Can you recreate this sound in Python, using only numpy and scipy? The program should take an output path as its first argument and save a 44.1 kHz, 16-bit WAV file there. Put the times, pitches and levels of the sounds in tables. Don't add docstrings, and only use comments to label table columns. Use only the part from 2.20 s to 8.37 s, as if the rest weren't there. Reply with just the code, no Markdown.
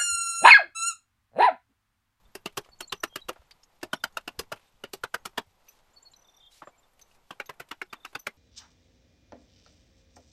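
import sys
import numpy as np
from scipy import signal
from scipy.fft import rfft, irfft, next_fast_len
from scipy.io import wavfile
from scipy.ndimage import map_coordinates

SR = 44100
rng = np.random.default_rng(int(sys.argv[2]) if len(sys.argv) > 2 else 0)


def magnitude_from_level(level_db):
    exponent = np.asarray(level_db, float) / 20
    return 10 ** exponent


def waveform_to_disk(signal):
    frames = np.transpose(np.atleast_2d(signal))
    scaled = np.clip(frames, -1, 1) * 32767
    samples = np.round(scaled).astype(np.int16)
    wavfile.write(sys.argv[1], SR, samples)


N = 272097
T = np.arange(SR // 6) / SR

# [t/s, bite/s, ring f/Hz, ring level/dB, splinter level/dB]
SIDE_CUTS = [(0.1506, 0.0028, 873, -41, -30.5), (0.2564, 0.0046, 920, -37, -31),
             (0.37, 0.0083, 1168, -30.5, -25.5), (0.6037, 0.0053, 899, -39, -29.5),
             (0.7208, 0.0066, 1138, -29.5, -29.5), (0.8332, 0.0062, 1230, -23.5, -25),
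             (0.9556, 0.0051, 1205, -30.5, -27.5), (1.084, 0.011, 1129, -30, -33),
             (1.628, 0.0042, 1526, -35.5, -31), (1.7298, 0.0056, 1432, -27.5, -27),
             (1.8364, 0.0051, 1446, -19.5, -25), (1.969, 0.0033, 1284, -24, -29),
             (2.075, 0.0045, 1387, -34, -34.5), (2.1894, 0.0065, 1104, -39, -24.5),
             (2.3171, 0.0096, 1400, -36.5, -36.5), (2.636, 0.0035, 1454, -34.5, -39),
             (2.7318, 0.0048, 837, -56.5, -29), (2.834, 0.0054, 1417, -22.5, -32),
             (2.94, 0.0049, 1497, -21, -27), (3.052, 0.0073, 1275, -31, -29),
             (3.174, 0.0095, 1018, -26.5, -31.5)]
# [t/s, bite/s, ring f/Hz, ring level/dB, splinter level/dB]
END_CUTS = [(4.4175, 0.0049, 1166, -37.5, -73), (4.471, 0.0031, 1156, -39.5, -77),
            (5.105, 0.0053, 1110, -35.5, -44.5), (5.1978, 0.004, 1413, -27, -39.5),
            (5.291, 0.0067, 1027, -34.5, -42), (5.3966, 0.0083, 1450, -40.5, -40),
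            (5.51, 0.0061, 1345, -33.5, -40), (5.6149, 0.0025, 1460, -26, -43),
            (5.7262, 0.0076, 1210, -35, -45), (5.847, 0.0051, 1313, -35, -40.5),
            (5.949, 0.0071, 1283, -31, -38), (6.0658, 0.0055, 1694, -26.5, -30.5)]


def unit(x):
    return x / np.sqrt(np.mean(x ** 2) + 1e-20)


def along(points, hz):
    f, v = np.transpose(points)
    return np.interp(np.log(hz + 1), np.log(f + 1), v)


def filtered(x, response):
    m = next_fast_len(len(x) + 8192)
    return irfft(rfft(x, m) * response(np.fft.rfftfreq(m, 1 / SR)), m)[:len(x)]


def noise(response, size=len(T)):
    return unit(filtered(rng.standard_normal(size), response))


def mode(hz, width_hz):
    return lambda f: 1j * f * width_hz / (hz * hz - f * f + 1j * f * width_hz)


def wobble(rate, size=N):
    knots = rng.standard_normal(int(size * rate / SR) + 4)
    return map_coordinates(knots, [np.arange(size) * rate / SR])


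def stroke(rise, fall, bend):
    rise, fall = max(rise, .0004), max(fall, .0004)
    return np.where(T < rise, (T / rise) ** bend, np.exp(-np.abs(T - rise) / fall))


def burst(shape, sound):
    x = shape * sound
    return x * np.linalg.norm(shape) / np.linalg.norm(x)


def add(track, s, sound):
    part = track[round(s * SR):][:len(sound)]
    part += sound[:len(part)]


def latest(rows, s):
    return rows[np.searchsorted([row[0] for row in rows], s) - 1][1:]


def rush(spectrum, level_db, lumps_db, rate):
    flow = noise(lambda f: magnitude_from_level(along(spectrum, f)), size=N)
    return magnitude_from_level(level_db) * unit(magnitude_from_level(lumps_db * wobble(rate)) * flow)


def unrest():
    # [t/s, level/dB]
    strength = [(0.0, -71), (0.6, -69), (1.53, -77), (1.91, -69), (2.2, -68.5), (2.47, -76), (3.06, -69.5),
                (3.45, -76), (4.45, -76.5), (5.82, -74), (6.17, -76)]
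    calm_db = -75
    return np.interp(np.arange(N) / SR, *np.transpose(strength)) - calm_db


def hiss(unrest_db):
    # [f/Hz, density level/dB]
    spectrum = [(3000, -33), (7000, -6), (9500, -10), (12000, 1), (14500, -6.5)]
    return rush(spectrum, -81.5 + 0.18 * unrest_db, lumps_db=2.5, rate=97)


def far_wind(unrest_db):
    # [f/Hz, density level/dB]
    spectrum = [(60, -44), (150, -7), (400, 0), (850, 4), (1400, -2), (2500, -13.5), (5000, -28)]
    swell_s, width_s, swell_db = 3.8, .2, 3.5
    swell = swell_db * np.exp(-((np.arange(N) / SR - swell_s) / width_s) ** 2)
    return rush(spectrum, -71.0 - 0.037 * unrest_db + swell, lumps_db=2.0, rate=14)


def low_rumble(unrest_db):
    # [f/Hz, density level/dB]
    spectrum = [(15, 3.5), (50, -7), (120, -12), (250, -17.5), (500, -77)]
    return rush(spectrum, unrest_db - 69.5, lumps_db=2.1, rate=31)


def sleeves(unrest_db):
    # [f/Hz, density level/dB]
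    spectrum = [(800, -35), (2000, 1), (3500, 0), (6000, -5), (8000, -7), (11000, -17.5)]
    return rush(spectrum, -75.5 - 0.023 * unrest_db, lumps_db=1.4, rate=55)


def air():
    unrest_db = unrest()
    return low_rumble(unrest_db) + far_wind(unrest_db) + sleeves(unrest_db) + hiss(unrest_db)


def steady_notes():
    # [t/s, length/s, f/Hz, level/dB]
    calls = [(0.981, 0.023, 3180, -60), (1.932, 0.027, 6700, -70), (2.441, 0.058, 3670, -76),
             (2.478, .012, 8060, -73), (2.88, 0.056, 7460, -80), (2.992, .028, 6530, -77.5),
             (3.855, .03, 13150, -80), (4.387, 0.038, 2390, -73), (4.447, 0.053, 7300, -68.5),
             (4.519, 0.042, 2300, -67), (4.58, 0.022, 7300, -65.5), (5.87, 0.012, 3840, -61)]
    return [(s, length, hz, hz, db, -28) for s, length, hz, db in calls]


def husky_calls():
    # [t/s, f/Hz, level/dB, overtone level/dB]
    calls = [
        (1.757, 5600, -57, -10),
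        (3.485, 6060, -53.5, -2.5),
        (4.813, 6260, -52.5, -12),
        (5.259, 6380, -56, 0),
        (5.991, 6080, -51, -3.5),
    ]
    length_s, fall = 0.0158, .07
    return [(s, length_s, hz, (1 - fall) * hz, db, overtone_db) for s, hz, db, overtone_db in calls]


def chirps():
    # [t/s, level/dB]
    runs = [(.049, -72), (1.714, -65.5), (1.764, -60.5), (1.8, -59.5), (1.865, -64), (4.044, -62.5),
            (4.081, -59), (4.137, -63), (4.171, -63.5), (4.199, -59), (4.228, -53.5), (4.261, -54),
            (4.63, -66.5), (5.696, -64), (5.756, -61), (5.8, -61), (5.831, -60)]
    length_s, start_hz, end_hz = .019, 3800, 3520
    return [(s, length_s, start_hz, end_hz, db, -29) for s, db in runs]


def song():
    # [t/s, upsweep level/dB, whistle level/dB]
    pairs = [
        (.489, -69, -57.5),
        (0.588, -58, -48.5),
        (.674, -50.5, -48.5),
        (3.733, -63, -55),
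        (3.824, -57, -54),
        (3.914, -57, -53),
    ]
    # [lag/s, length/s, start f/Hz, end f/Hz]
    whistles = [
        (.028, .032, 4490, 4420),
        (.026, .039, 4390, 4340),
        (.022, .011, 3980, 4050),
    ]
    # [t/s, first gap/s, hurry/s, level/dB]
    trills = [
        (.748, .0268, 0.0001, -55.5),
        (3.963, 0.0285, .0004, -61),
    ]
    trill_counts = [6, 10]
    # [t/s, long note level/dB, last note level/dB]
    closes = [
        (0.895, -60.5, -50),
        (4.205, -63.5, -63),
    ]
    trill_s, trill_hz, sag_hz, fade_db = 0.011, 6005, 26, 0.6
    last_lag_s = .118

    rows = []
    for (s, up_db, whistle_db), (lag, *whistle) in zip(pairs, whistles + whistles):
        rows.append((s, 0.015, 6350, 7420, up_db, -37))
        rows.append((s + lag, *whistle, whistle_db, -34))
    for (s, gap, hurry, db), count in zip(trills, trill_counts):
        for k in range(count):
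            hz = trill_hz - sag_hz * k
            level_db = db - fade_db * k + 2.6 * rng.standard_normal()
            overtone_db = -14 + 3 * rng.standard_normal()
            rows.append((s + k * gap - k * k * hurry, trill_s, hz - 40, hz, level_db, overtone_db))
    for s, long_db, last_db in closes:
        rows.append((s, .105, 3210, 3235, long_db, -31))
        rows.append((s + last_lag_s, .019, 4020, 3860, last_db, -31))
    return rows


def birds():
    out = np.zeros(N)
    for s, length, start_hz, end_hz, db, overtone_db in song() + chirps() + husky_calls() + steady_notes():
        u = np.clip(T / length, 0, 1)
        holds = overtone_db > -13 and end_hz < start_hz
        left = 1 - u ** 6 if holds else (1 - u) ** 3
        pitch = end_hz + (start_hz - end_hz) * left
        husk = (0.2 + 0.9 * magnitude_from_level(overtone_db)) * wobble(500, size=len(T))
        phase = 2 * np.pi * np.cumsum(pitch) / SR + husk
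        shape = np.abs(np.sin(np.pi * u)) ** 0.52 * magnitude_from_level(2.5 * wobble(165, size=len(T)))
        tone = np.sin(phase) + magnitude_from_level(overtone_db) * np.sin(2 * phase)
        add(out, s, magnitude_from_level(db + 2.0) * shape * tone)
    trees = rng.standard_normal(len(T)) * magnitude_from_level(-60 * T / 0.15)
    return out + magnitude_from_level(-11.0) * signal.fftconvolve(out, trees / np.linalg.norm(trees))[:N]


def rubs():
    # [t/s, length/s, level/dB, centre f/Hz]
    strokes = [
        (0.416, 0.078, -69.5, 2500),
        (1.098, 0.21, -74.5, 1970),
        (2.333, 0.2, -72, 2500),
        (3.419, 0.21, -71, 3740),
        (4.295, 0.13, -61, 4100),
        (4.866, 0.12, -74.5, 4500),
        (5.047, 0.14, -77, 4970),
        (5.862, 0.067, -70.5, 4500),
    ]
    out = np.zeros(N)
    for s, length, db, hz in strokes:
        size = round(length * SR)
        slips = magnitude_from_level(1.7 * wobble(150, size=size))
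        grain = slips * noise(lambda f: mode(hz, 1.8 * hz)(f) ** 2, size=size)
        add(out, s, magnitude_from_level(db) * np.hanning(size) ** 0.43 * grain)
    return out


def chips():
    # [t/s, peak
    # level/dB, centre f/Hz, fizz level/dB]
    tick_rows = [(0.3244, -40, 2550, 6), (0.4465, -30, 2630, -25), (1.003, -36, 3845, -25),
                 (1.309, -23.5, 2900, -5), (1.4337, -34, 4260, -36.5), (1.614, -32.5, 2720, -6),
                 (1.924, -39, 5040, -17), (2.0094, -37, 2660, 4), (2.233, -31, 1500, -12.5),
                 (2.395, -35.5, 1590, -0.5), (3.4825, -34.5, 4200, -19), (3.589, -39, 2840, -15),
                 (3.9338, -34.5, 3300, -30), (4.7337, -48, 1500, 14), (4.7935, -33.5, 2700, 8.5),
                 (4.814, -31.5, 3970, -24), (4.9122, -42, 2690, -17), (4.9477, -40, 2740, 4),
                 (5.258, -30, 3570, -17), (5.3387, -37, 1660, 3), (5.4879, -32.5, 2900, 6),
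                 (5.9956, -31, 5370, -16)]
    # [t/s, crackle level/dB, knock over it/dB, t60/s]
    knock_rows = [
        (0.4605, -48, -1.5, 0.036),
        (0.4885, -55, 11, 0.029),
        (0.926, -61, 13, .017),
        (1.1296, -32.5, -19, 0.058),
        (1.1591, -63.5, 18, 0.091),
        (1.219, -53, 2.5, .038),
        (2.3593, -34.5, -11, 0.089),
        (3.132, -65, 15.5, .03),
        (4.437, -58, 16, 0.029),
        (5.9293, -33.5, -13, 0.055),
    ]
    ticks = [(s, db, hz, -60.5 - db, fizz_db, 0.05) for s, db, hz, fizz_db in tick_rows]
    knocks = [(s, db, 1840, knock_db, 4, t60) for s, db, knock_db, t60 in knock_rows]
    out = np.zeros(N)
    for s, db, hz, knock_db, fizz_db, t60 in sorted(ticks + knocks):
        shape = (1 - np.exp(-T / 0.00035)) * magnitude_from_level(-60 * T / max(t60, .005))
        crackle = noise(lambda f: mode(hz, 1.2 * hz)(f) ** 2)
        knock = magnitude_from_level(knock_db + 18.5) * noise(lambda f: mode(700, 1100)(f) ** 2)
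        fizz = magnitude_from_level(fizz_db - 9.5) * noise(lambda f: mode(9500, 9000)(f) ** 2)
        add(out, s, magnitude_from_level(db - 24.5) * shape * (crackle + knock + fizz))
    return out


def splinters(rows, width, rise, fall):
    out = np.zeros(N)
    for s, hz, db in rows:
        contact = noise(lambda f: mode(hz, width * hz)(f) ** 2)
        add(out, s, magnitude_from_level(db) * burst(stroke(rise, fall, bend=1), contact))
    return out


def pings():
    # [t/s, f/Hz, level/dB]
    call_pings = [
        (1.311, 4600, -47.5),
        (1.431, 5300, -54),
        (1.437, 6600, -57.5),
        (3.482, 2570, -54.5),
        (4.825, 3800, -62.5),
        (4.912, 2720, -63),
        (5.268, 3700, -59),
        (5.628, 5230, -54),
    ]
    return splinters(call_pings, 0.099, 0.0014, 0.0062)


def rebounds():
    # [t/s, f/Hz, level/dB]
    contacts = [
        (1.637, 1100, -44),
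        (2.331, 1130, -37),
        (2.373, 2500, -56.5),
        (3.183, 800, -33),
        (4.429, 1150, -50),
        (5.106, 750, -38.5),
        (5.301, 1200, -45),
        (5.522, 1100, -38.5),
        (5.738, 1200, -42),
        (5.858, 1200, -41),
    ]
    return splinters(contacts, 0.56, .0015, 0.0045)


def tears():
    # [t/s, f/Hz, level/dB]
    fractures = [
        (1.9745, 9000, -46),
        (2.9455, 8000, -43),
        (2.9485, 3240, -36.5),
        (5.6225, 9000, -52),
        (6.0735, 9000, -48),
    ]
    return splinters(fractures, 2.1, 0.0014, 0.0026)


def jolt(hz):
    t60 = min(0.08, 11.2 / hz)
    return np.sin(2 * np.pi * hz * T) * (1 - np.exp(-T / 0.0059)) * magnitude_from_level(-60 * T / t60)


def deck():
    # [t/s, level/dB, f/Hz]
    pushes = [(0.0495, -44, 40), (0.155, -43, 200), (.26, -36.5, 170), (0.372, -38, 141),
              (.4905, -46.5, 45), (.606, -50, 150), (.722, -42, 50), (.724, -47, 170), (1.0505, -42.5, 40),
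              (1.1925, -43, 60), (1.63, -35, 230), (1.732, -44, 150), (1.846, -47.5, 90), (1.9405, -53, 35),
              (2.184, -34, 74), (2.187, -36.5, 170), (2.3255, -45, 110), (2.637, -40, 240),
              (2.639, -33, 383), (2.7415, -53, 130), (3.054, -41, 200), (3.177, -33, 220),
              (3.2705, -50, 90), (5.105, -46, 180), (5.2, -45, 260), (5.293, -44.5, 150), (5.4, -48.5, 140),
              (5.616, -37, 260), (5.73, -45, 220), (5.85, -47, 520), (5.951, -46, 150), (6.068, -40, 190)]
    out = np.zeros(N)
    for s, db, hz in pushes:
        add(out, s, magnitude_from_level(db) * jolt(hz))
    return out


def rings(rows, rise, t60, level_db):
    drift_rad, drift_s = 0.69, 0.0088
    out = np.zeros(N)
    shape = (1 - np.exp(-(T / rise) ** 2)) * magnitude_from_level(-60 * T / t60)
    stops = np.array([s + bite for s, bite, *_ in SIDE_CUTS + END_CUTS])
    for s, hz, db in rows:
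        since = T + s - stops[np.argmin(np.abs(stops - s))]
        drift = drift_rad * np.tanh(np.abs(since) / drift_s) * wobble(180, size=len(T))
        add(out, s, magnitude_from_level(db + level_db) * shape * np.sin(2 * np.pi * hz * since + drift))
    return out


def stump_rings():
    # [t/s, f/Hz, level/dB]
    modes = [(0.1506, 590, -44.5), (0.1506, 870, -44.5), (0.1529, 388, -36.5), (0.2572, 335, -33),
             (0.3775, 418, -34.5), (0.3806, 820, -41), (0.7312, 410, -39.5), (0.8344, 620, -36),
             (0.837, 336, -34), (0.9611, 381, -41), (1.0895, 820, -39), (1.0919, 357, -38),
             (1.094, 637, -38), (1.6289, 350, -34.5), (1.732, 634, -36), (1.7338, 280, -36),
             (1.7343, 990, -37), (1.7368, 834, -41.5), (1.8375, 625, -36.5), (1.969, 900, -39.5),
             (1.9711, 660, -39.5), (2.0764, 684, -48), (2.1893, 287, -44), (2.193, 970, -45),
             (2.1958, 454, -38.5), (2.3178, 630, -35), (2.3264, 824, -40), (2.6375, 379, -38),
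             (2.7369, 436, -40.5), (2.738, 813, -46), (2.9401, 680, -36), (3.058, 397, -41),
             (4.418, 315, -55), (4.4186, 837, -45), (4.4715, 562, -45.5), (5.1054, 637, -49),
             (5.1067, 265, -50), (5.109, 980, -46), (5.1975, 730, -47), (5.1983, 545, -42),
             (5.2013, 409.0, -41.5), (5.203, 824, -42), (5.2928, 416, -41), (5.3995, 677, -44),
             (5.5139, 299, -43.0), (5.5207, 944, -48.5), (5.6172, 834, -43.0), (5.6197, 374, -38),
             (5.7289, 465, -60), (5.7309, 990, -47), (5.7313, 250, -49), (5.8504, 947, -49),
             (5.9519, 805, -42.5), (5.9547, 296, -44), (6.0713, 223, -41), (6.0721, 837, -48)]
    return rings(modes, rise=0.0016, t60=0.051, level_db=6.0)


def blank_rings():
    # [t/s, f/Hz, level/dB]
    modes = [(0.2566, 4510, -45), (0.605, 1464, -43), (0.6052, 3220, -42.5), (0.6059, 2730, -39.5),
             (0.7233, 3520, -34.5), (0.8335, 1775, -30.5), (0.8358, 2250, -54), (0.9561, 1200, -42),
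             (0.9567, 4700, -48), (0.9576, 1705, -42), (0.9581, 2070, -47.5), (1.0845, 3250, -50),
             (1.0879, 1180, -40), (1.6283, 1750, -39.5), (1.6298, 2684, -40.5), (1.7296, 1160, -36),
             (1.7306, 1475.0, -30), (1.7311, 3140, -41.5), (1.7321, 1890, -52), (1.969, 1384, -34.5),
             (2.075, 5100, -47.5), (2.0778, 2830, -38), (2.1893, 4280, -43), (2.1897, 4970, -38.5),
             (2.1901, 3340, -44), (2.1912, 3050, -46), (2.1948, 4900, -51), (2.1984, 1130, -41),
             (2.3168, 1160, -39.5), (2.3231, 5040, -47.5), (2.7324, 4410, -41.5), (2.835, 1730, -55),
             (3.1757, 1800, -32), (3.1761, 1480, -41), (3.1761, 1686, -38), (3.1771, 2840, -38),
             (5.1063, 2730, -48.5), (5.2922, 1990, -45), (5.2929, 1590, -45.5), (5.3988, 2770, -64),
             (5.4001, 1384, -45.5), (5.511, 2230, -54), (5.5118, 1920, -41.5), (5.6147, 1720, -37),
             (5.6147, 2120, -40), (5.6147, 2780, -44), (5.9492, 4600, -47), (5.9492, 4750, -43),
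             (6.0662, 2660, -38.5), (6.0673, 1330, -37), (6.0724, 1170, -42)]
    return rings(modes, rise=0.0019, t60=0.036, level_db=10.5)


def further_rings():
    # [t/s, f/Hz, level/dB]
    modes = [(0.1506, 1810, -49.5), (0.2632, 1200, -43), (0.3705, 2400, -46), (0.3747, 3420, -46),
             (0.3753, 1884, -50), (0.6148, 1248, -46.5), (0.7213, 2700, -45), (0.7227, 3920, -39.5),
             (0.7231, 4610, -42.5), (0.7241, 1790, -45), (0.7267, 2840, -40), (0.9577, 4700, -50),
             (1.0916, 970, -43), (1.0931, 345, -42.5), (1.6285, 950, -49), (1.6304, 4830, -47),
             (1.7321, 3030, -40), (1.8385, 3045, -36.5), (1.9722, 3730, -42), (2.0771, 1505, -46),
             (2.0787, 1740, -48), (2.0787, 2750, -41), (2.1904, 4770, -51), (2.1934, 1420, -46),
             (2.1942, 2660, -44), (2.3215, 1370, -37), (2.7338, 4630, -52), (2.7341, 3460, -54),
             (2.7373, 1276, -52), (2.836, 1740, -46), (2.8378, 395, -40.5), (2.9427, 1226, -33.5),
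             (3.0546, 3310, -47), (3.1771, 1460, -42), (3.1814, 427, -36.5), (4.4712, 1765, -54),
             (5.1054, 1590, -46.5), (5.1999, 2750, -40), (5.4011, 1390, -48.5), (5.4012, 1980, -49),
             (5.4034, 368, -49.5), (5.511, 2140, -46), (5.5116, 2610, -56), (5.512, 1140, -47),
             (5.5141, 3480, -50), (5.6147, 1360, -35.5), (5.6147, 2240, -36.5), (5.7268, 4624, -51),
             (5.8477, 1580, -50), (5.9507, 3560, -42), (5.9513, 1480, -36), (5.9554, 458, -44.5)]
    return rings(modes, rise=0.00081, t60=0.037, level_db=9.5)


def porch(sound, t60):
    # [f/Hz, stretch of t60/1]
    stretch = [(200, 1.36), (1000, 1.32), (10000, 0.79)]
    hz, t, z = signal.stft(rng.standard_normal(len(T)), SR, nperseg=128)
    decay = magnitude_from_level(-60 * t / (t60 * along(stretch, hz))[:, None])
    tail = signal.istft(z * decay, SR, nperseg=128)[1]
    echoes = signal.fftconvolve(sound, tail[:len(T)] * (1 - np.exp(-T / 0.003)))[:len(T)]
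    return echoes * np.linalg.norm(sound) / np.linalg.norm(echoes)


def ring(hz, rough):
    phase = 2 * np.pi * (hz * T + rng.random()) + 2.36 * rough * wobble(310.5, size=len(T))
    return np.sin(phase) + rough * noise(lambda f: mode(hz, .9 * hz)(f) ** 2)


def fibre_noise():
    # [f/Hz, density level/dB]
    spectrum = [(600, -5), (1500, 0.5), (3000, -10), (5000, 1), (8000, -2.5), (12000, -6.5), (15000, 2.5)]
    snaps = magnitude_from_level(2.7 * wobble(760, size=len(T)))
    return snaps * noise(lambda f: magnitude_from_level(along(spectrum, f)) + .6 * np.abs(mode(2830, 350)(f)))


def stump_thump(bite, hz):
    # [f/Hz, width/Hz, level/dB]
    modes = [(240, 260, -2), (416, 114, 2.5), (619, 240, -2), (980, 420, -4.5)]

    def wood(f):
        return sum((-1) ** k * magnitude_from_level(db) * mode(c, w)(f) for k, (c, w, db) in enumerate(modes))

    struck = ring(hz, 0.4) + 1.01 * noise(wood)
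    return burst(stroke(bite + 0.0032, 0.0042, bend=0.75), struck)


def chops():
    # [from t/s, thump f/Hz, thump level/dB]
    stands = [(0, 373, -51), (.2, 330, -34), (.31, 411, -30.5), (.5, 366, -40), (.66, 385, -38),
              (.9, 374, -39), (1.02, 490, -32), (1.5, 348, -31), (1.68, 386, -35), (1.79, 597, -41),
              (2.02, 410, -33.5), (2.26, 592, -35), (2.5, 394, -33.5), (2.79, 526, -37), (3.0, 357, -39),
              (3.12, 301, -32.5), (4, 606, -44.5), (5, 504, -43.5), (5.45, 355, -42.5), (5.67, 364, -46.5),
              (5.9, 350, -39), (6.01, 509, -38)]
    # [from t/s, f/Hz, level/dB]
    grips = [(0, 2770, -30.5), (.2, 2795, -22), (.31, 2917, -30), (.66, 3015, -25), (.78, 2840, -27),
             (1.02, 2800, -32), (1.68, 3132, -27.5), (1.79, 4840, -30), (1.9, 2750, -27),
             (2.03, 2790, -28.5), (2.14, 2855, -33), (2.5, 2910, -28.5), (2.69, 4434, -28.5),
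             (2.79, 2980, -36), (3.12, 3306, -28), (4, 1940, -75.5), (5, 3100, -35), (5.15, 2300, -27),
             (5.245, 2610, -37), (5.45, 2840, -30.5), (5.56, 2400, -32.5), (5.79, 2586, -30),
             (6.01, 2200, -25)]
    usual_db = -30
    out = np.zeros(N)
    for s, bite, low_hz, low_db, splinter_db in SIDE_CUTS + END_CUTS:
        stump_hz, stump_db = latest(stands, s)
        high_hz, high_db = latest(grips, s)
        square = low_db - usual_db
        stump_db = stump_db + 0.24 * square
        high_db = high_db + 0.32 * square
        release = 0.0024 * np.exp(-0.03 * square)
        t60 = 0.056 * np.exp(-0.02 * max(square, -12))
        rough = 0.077 + 67.4 * bite
        force = stroke(bite, 0.7 * release + 0.00088, bend=0.0065 / bite)

        low = magnitude_from_level(low_db - 1.0) * burst(force, ring(low_hz, rough))
        high = magnitude_from_level(high_db - 3.5) * burst(force, ring(high_hz, rough))
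        fibres = fibre_noise()
        tearing = magnitude_from_level(splinter_db) * burst(force ** 0.95, fibres)
        thump = magnitude_from_level(stump_db - 1.5) * stump_thump(bite, stump_hz)

        spread = noise(lambda f: mode(low_hz, 1.1 * low_hz)(f) ** 2)
        after = magnitude_from_level(low_db - 8.0) * porch(burst(force, spread), t60)
        after = after + magnitude_from_level(high_db - 11.0) * porch(burst(force, ring(high_hz, rough + .5)), t60)
        after = after + magnitude_from_level(-8.5) * porch(tearing + thump, t60)
        ragged = magnitude_from_level(1.2 * wobble(150, size=len(T)))
        push = magnitude_from_level(stump_db - 31.0) * jolt(rng.uniform(80.0, 167))
        add(out, s, low + high + tearing + thump + ragged * after + push)

        graze = burst(stroke(0.0066, 0.00086, bend=2.1), fibres[::-1])
        add(out, s - .008, magnitude_from_level(splinter_db - 29.5) * graze)
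    return out


def wall_echo(cuts):
    siding = rng.standard_normal(len(T)) * stroke(0.0383, 0.0038, bend=10.0)
    wall = magnitude_from_level(-36.0) * signal.fftconvolve(cuts, siding / np.linalg.norm(siding))[:N]
    slats = rng.standard_normal(len(T)) * stroke(0.037, 0.004, bend=0.6)
    bright = filtered(cuts, lambda f: mode(6000, 9000)(f) ** 2)
    return wall + magnitude_from_level(-31.0) * signal.fftconvolve(bright, slats / np.linalg.norm(slats))[:N]


def scene():
    around = air() + birds() + rubs() + chips()
    loose = pings() + rebounds() + tears()
    cuts = deck() + stump_rings() + blank_rings() + further_rings() + chops()
    return (around + loose + cuts + wall_echo(cuts))[None]


def band_limit(x):
    return signal.sosfilt(signal.butter(12, 15740, fs=SR, output="sos"), x)


def record(dry):
    top = filtered(dry[0], lambda f: 1 / (1 + (f / 13900) ** 130))
    mix = top + magnitude_from_level(-98) * rng.standard_normal(N)
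    return band_limit(mix[None])


dry = scene()
out = record(dry)
waveform_to_disk(out)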